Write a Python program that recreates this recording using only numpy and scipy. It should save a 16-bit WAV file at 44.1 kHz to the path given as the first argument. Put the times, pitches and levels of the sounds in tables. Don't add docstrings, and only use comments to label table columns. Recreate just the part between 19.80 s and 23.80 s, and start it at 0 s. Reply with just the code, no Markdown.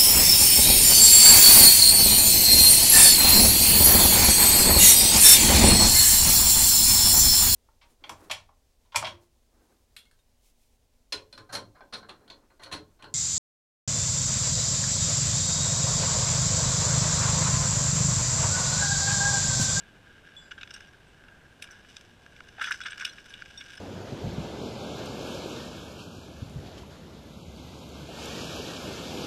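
import sys
import numpy as np
from scipy import signal
from scipy.fft import rfft, irfft
from scipy.io import wavfile
from scipy.ndimage import uniform_filter1d

SR = 44100
rng = np.random.default_rng(int(sys.argv[2]) if len(sys.argv) > 2 else 0)


def log_audio(samples):
    frames = np.atleast_2d(samples).T
    limited = np.clip(frames, -1, 1)
    pcm = np.round(limited * 32767).astype(np.int16)
    wavfile.write(sys.argv[1], SR, pcm)


N = 176400


def knocks():
    # peak t/s, relative level/dB of body, clack, crack and sizzle, swell/s, branch f/Hz
    hits = [(0.4888, -50, -61, -75, -83, 0.00064, 2800), (0.716, -39, -43, -54, -76, 0.002, 2980),
            (0.7216, -36, -42, -56.5, -74, 0.0024, 2900), (0.781, -40.5, -57.5, -64, -90, 0.00028, 3120),
            (0.7864, -41.5, -48.5, -65, -80, 0.0029, 3200), (0.813, -46, -42, -54, -76, 0.001, 2640),
            (0.8332, -38, -36, -51, -79, 0.0011, 2616), (0.876, -47.5, -47, -58, -77, 0.0012, 3430),
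            (0.9077, -56, -42, -46.5, -65, 0.00086, 2820), (0.912, -43, -55, -49, -70, 0.0021, 2680),
            (0.9416, -43.5, -46, -44, -59, 0.0014, 2880), (0.9514, -47, -45.5, -56, -64, 0.0068, 2870),
            (0.9636, -43.5, -51, -49, -65, 0.0024, 3380), (0.9767, -50, -53, -68, -80, 0.0033, 2800),
            (1.009, -43, -49, -52.5, -66, 0.0016, 2700), (1.1456, -53.5, -69.5, -78, -84, 0.00037, 2160),
            (1.44, -50, -57.5, -70, -85, 0.0003, 2940), (1.4875, -47.5, -52, -68, -79, 0.0014, 2770),
            (1.8258, -49, -41.5, -68, -62, 0.00025, 2440), (1.826, -47, -36, -42.5, -45.5, 0.0021, 2390),
            (1.843, -44.5, -44.5, -50, -57, 0.0015, 2730), (1.8754, -64, -50, -61, -69, 0.00069, 2290),
            (1.89, -50, -59, -69, -82, 0.00062, 2660), (1.9179, -54, -69, -65, -60, 0.0025, 3550),
            (1.9238, -52.5, -70, -60, -67, 0.0019, 2940), (2.049, -48, -63, -76, -82, 0.0006, 2400),
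            (2.1686, -54, -41, -41.5, -60, 0.00046, 3440), (2.2124, -61, -50.5, -54.5, -63, 0.00034, 3200),
            (2.4642, -43.5, -54.5, -60, -79, 0.00031, 2880), (2.5653, -53, -50, -61, -72, 0.00054, 2260),
            (2.6072, -39, -47.5, -57.5, -74, 0.00032, 2900), (2.6897, -49.5, -49, -57, -69, 0.0034, 2950),
            (2.7867, -41.5, -51, -64, -80, 0.0018, 2300), (2.799, -36, -43.5, -57, -76, 0.0018, 2840),
            (2.8181, -24, -34, -42.5, -55, 0.003, 2980), (2.8278, -37, -39, -44, -49.5, 0.0025, 2710),
            (2.841, -38, -35.5, -46, -57, 0.0025, 2960), (2.845, -26, -31, -46, -50, 0.00057, 3370),
            (2.8556, -35, -39, -50, -67, 0.0058, 3400), (2.865, -42, -48, -42, -62, 0.0029, 2970),
            (2.8727, -33, -47, -56, -66, 0.00047, 3200), (2.8774, -35, -37, -49, -60, 0.0049, 3200),
            (2.8847, -31, -44, -46, -64, 0.0029, 3120), (2.8963, -40.5, -56, -49, -72, 0.001, 3010),
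            (2.9129, -22, -49, -41.5, -47, 0.0019, 2830), (2.919, -27.5, -30, -48.5, -52, 0.00066, 2770),
            (2.9251, -31, -34, -34, -54, 0.0032, 2180), (2.9457, -33, -42, -48, -60, 0.0056, 2960),
            (3.0063, -33, -51, -48, -66, 0.0008, 2340), (3.0163, -34, -38, -45, -64, 0.0054, 3400),
            (3.038, -42, -40, -55, -62, 0.0017, 3840), (3.0624, -30.5, -34, -46, -62, 0.005, 2240),
            (3.0688, -34, -38.5, -43.5, -63, 0.0028, 3500), (3.086, -37, -43, -50, -72, 0.00048, 2890),
            (3.1075, -44.5, -43, -49, -63, 0.0029, 3014), (3.1227, -35.5, -39, -60, -73, 0.0011, 2330),
            (3.1324, -37, -40, -56, -75, 0.00087, 2400), (3.181, -40, -42.5, -45, -57, 0.0021, 2940),
            (3.2, -41, -40, -44, -58, 0.0033, 2340), (3.2108, -33, -40, -58, -57, 0.0023, 2370),
            (3.2151, -36, -38, -42, -64, 0.0036, 2180), (3.226, -34, -50, -54, -63, 0.0025, 3430),
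            (3.2335, -36, -51, -54, -77, 0.00076, 2320), (3.2533, -36, -24.5, -29.5, -41.5, 0.0022, 2860),
            (3.267, -45, -43, -52, -60, 0.0015, 3180), (3.278, -41, -51, -56, -65, 0.0025, 2286),
            (3.2966, -65, -44.5, -58, -60, 0.0043, 3390), (3.3846, -42.5, -45.5, -71, -82, 0.0011, 2360),
            (3.4602, -55, -56, -63, -60, 0.00058, 2410), (3.54, -65, -36.5, -56, -59, 0.00059, 2970),
            (3.592, -48.5, -52, -71, -81, 0.00045, 3140), (3.623, -34.5, -47.5, -51.5, -75, 0.00039, 2400),
            (3.6607, -49, -47.5, -55.5, -77, 0.0013, 2220), (3.813, -40.5, -38, -58, -73, 0.0051, 2250),
            (3.9792, -41.5, -49, -54, -62, 0.0032, 3160)]
    main_contact_db, chatter_db, trim_db = -2.5, -14, -2.09
    size, window = 4096, 176
    t = np.arange(size) / SR - .016
    before, after = np.minimum(t, 0), np.maximum(t, 0)
    out = np.zeros(N)
    for peak_s, *levels, swell_s, branch_hz in hits:
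        swell = np.exp(before / swell_s)
        fall = np.exp(-after / (.0012 + .44 * swell_s))
        chatter = undb(chatter_db) * np.exp(-after / (8.2 * swell_s))
        force = swell * (fall + chatter) * contacts(per_s=3200, spread_db=4.5, size=size)
        force[np.argmin(abs(t))] += undb(main_contact_db)
        splinters_hz = rng.uniform(4645, 11600, size=6)
        bands = hollow_body(force, [branch_hz, *splinters_hz], width_hz=130, note_db=4)
        knock = np.zeros(size)
        for band, db in zip(bands, levels):
            peak_rms = np.sqrt(uniform_filter1d(band ** 2, window).max())
            knock += band * undb(db + trim_db) / peak_rms
        loudest_s = np.argmax(uniform_filter1d(knock ** 2, window // 2)) / SR
        add(out, peak_s - loudest_s, knock)
    return out


def hollow_body(force, notes_hz, width_hz, note_db):
    # f/Hz, width/Hz, relative level/dB, polarity
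    modes = [(850, 320, -27, 1), (1456.6, 200, 5, -1), (1686, 210, 1.5, 1), (2254, 460, -8, 1),
             (2902, 230, -5.5, -1), (3376, 380, -8, -1), (3878, 193, -13, 1), (5270, 700, -10.5, 1),
             (5533, 224, -7.5, -1), (5994, 217, -13, 1), (7470, 740, -21.5, -1), (8420, 650, -22.5, 1),
             (10580, 920, -29, -1), (12300, 3500, -37, 1)]
    band_edges_hz = 2143, 4080, 7620
    hz = np.fft.rfftfreq(len(force), 1 / SR) + 1e-3
    body = sum(np.sign(polarity) * undb(db) * resonance(hz, f, width) for f, width, db, polarity in modes)
    wood = 1 + undb(note_db) * sum(resonance(hz, f, width_hz) for f in notes_hz)
    low_shelf = undb(-5 * below(hz, 1500))
    spectrum = rfft(force) * body * wood * low_shelf
    shares = np.diff([below(hz, edge) for edge in band_edges_hz], axis=0, prepend=0, append=1)
    return [irfft(spectrum * share, len(force)) for share in shares]


def clinks():
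    # t/s, f/Hz, level/dB, t60/s
    partials = [(.487, 5530, -63, 0.087), (0.565, 3440, -40, 0.21), (0.569, 7330, -62, 0.77),
                (.615, 4883, -61.5, 0.47), (.568, 7946, -67, 0.5), (0.941, 5580, -34.5, 0.038),
                (0.94, 8420, -42, 0.041), (1.075, 5660, -61, 0.11), (1.275, 8100, -66, .08),
                (1.909, 5950, -39, 0.028), (1.916, 5480, -55, 0.12), (2.947, 6060, -41, .04),
                (3.035, 8500, -51.5, .1), (3.108, 8280, -44.5, .06), (3.276, 6000, -39, 0.023),
                (3.294, 6000, -44, 0.053), (3.294, 4120, -43.5, .07), (3.324, 5570, -45.5, 0.052),
                (3.495, 6150, -46, 0.034), (3.495, 10800, -62, 0.097), (3.777, 5590, -36.5, 0.085),
                (3.774, 3612, -37.5, 0.08), (3.773, 8270, -58, 0.21), (3.839, 5670, -44, 0.028),
                (3.951, 8940, -55, 0.063), (3.971, 5220, -43.5, .06)]
    tick_db, tick_decay_s = -14, .003
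    tick_band = signal.butter(2, [3000, 9000], "band", fs=SR, output="sos")
    out, t = np.zeros(N), np.arange(SR // 20) / SR
    for start, hz, db, t60 in partials:
        add(out, start, ping(hz, db, rise_s=.0011, t60_s=t60))
        tick = signal.sosfilt(tick_band, rng.standard_normal(len(t)))
        add(out, start, undb(db + tick_db) * tick * np.exp(-t / tick_decay_s))
    return out


def bumps():
    # t/s, f/Hz, level/dB
    thuds = [(2.783, 740, -38), (2.791, 850, -38), (2.814, 620, -40.5), (2.817, 957, -38)]
    out = np.zeros(N)
    for start, hz, db in thuds:
        add(out, start, ping(hz, db, rise_s=.0012, t60_s=.032))
    return out


def rustle():
    # t/s, body level/dB, midrange level/dB, treble level/dB
    course = [(0, -54, -60, -75.5), (.2, -61, -70.5, -78), (.35, -57, -66, -77), (.55, -58.5, -64, -75),
              (.76, -62, -76, -78), (.95, -57.5, -59, -68), (1.2, -63.5, -72, -79.5),
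              (1.29, -62.5, -63.5, -75), (1.46, -58, -80, -79), (1.76, -63, -74, -78),
              (1.9, -53.5, -63, -68), (2.02, -64.5, -68.5, -75.5), (2.11, -61, -61, -63.5),
              (2.32, -65, -70, -73.5), (2.76, -59, -64.5, -70.5), (2.85, -47.5, -41.5, -51),
              (2.98, -58, -59.5, -58), (3.22, -46.5, -55, -63), (3.42, -59, -63, -65.5),
              (3.56, -52, -55, -64), (3.73, -57, -58.5, -63.5), (3.85, -50.5, -55, -58.5),
              (4, -58.5, -57, -66)]
    drag_notes_hz, flicker_db, sizzle_db = (1611, 2970), 2, -11
    times, *curves = np.array(course).T
    low, mid, high = (undb(np.interp(np.arange(N) / SR, times, db)) for db in curves)
    force = contacts(per_s=1400, spread_db=4.5, size=N) * undb(flicker_db * walk(rate_hz=45))
    bands = hollow_body(force, drag_notes_hz, width_hz=61, note_db=2.5)
    body, clack, crack, sizzle = map(unit, bands)
    return body * low + clack * mid + (crack + undb(sizzle_db) * sizzle) * high


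def air():
    # f/Hz, relative level/dB
    spectrum = [(20, -3.5), (50, 0), (100, -1.5), (200, -4.5), (400, -8.5), (800, -12.5), (1500, -18.5),
                (3000, -17.5), (5000, -28.5), (8000, -31.5), (12000, -39), (16000, -45)]
    rms_db = -57
    points_hz, db = np.array(spectrum).T
    hz = np.fft.rfftfreq(N, 1 / SR) + 1
    colour = undb(np.interp(np.log(hz), np.log(points_hz), db))
    return undb(rms_db) * unit(irfft(rfft(rng.standard_normal(N)) * colour, N))


def contacts(per_s, spread_db, size):
    touches = rng.random(size) < per_s / SR
    direction = np.sign(rng.standard_normal(size))
    strength = undb(spread_db * np.clip(rng.standard_normal(size), -2.5, 2.5))
    return touches * direction * strength


def resonance(hz, centre_hz, width_hz):
    return 1 / (1 + 1j * (hz ** 2 - centre_hz ** 2) / (hz * width_hz))


def below(hz, edge_hz):
    return 1 / (1 + (hz / edge_hz) ** 16)


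def ping(hz, db, rise_s, t60_s):
    t = np.arange(SR // 2) / SR
    envelope = (1 - np.exp(-t / rise_s)) * np.exp(-np.log(1000) * t / t60_s)
    return undb(db) * envelope * np.sin(2 * np.pi * hz * t)


def walk(rate_hz):
    hold = int(SR / rate_hz)
    steps = np.repeat(rng.standard_normal(N // hold + 1), hold)
    return unit(uniform_filter1d(steps, hold)[:N])


def undb(db):
    return 10 ** (np.asarray(db) / 20)


def unit(x):
    return x / np.sqrt(np.mean(x ** 2) + 1e-24)


def add(out, start_s, sound):
    i = int(start_s * SR)
    part = sound[:max(N - i, 0)]
    out[i:i + len(part)] += part


def scene():
    return (air() + rustle() + knocks() + bumps() + clinks())[None]


def record(dry):
    return signal.sosfilt(signal.ellip(10, .2, 70, 15300, fs=SR, output="sos"), dry)


dry = scene()
out = record(dry)
log_audio(out)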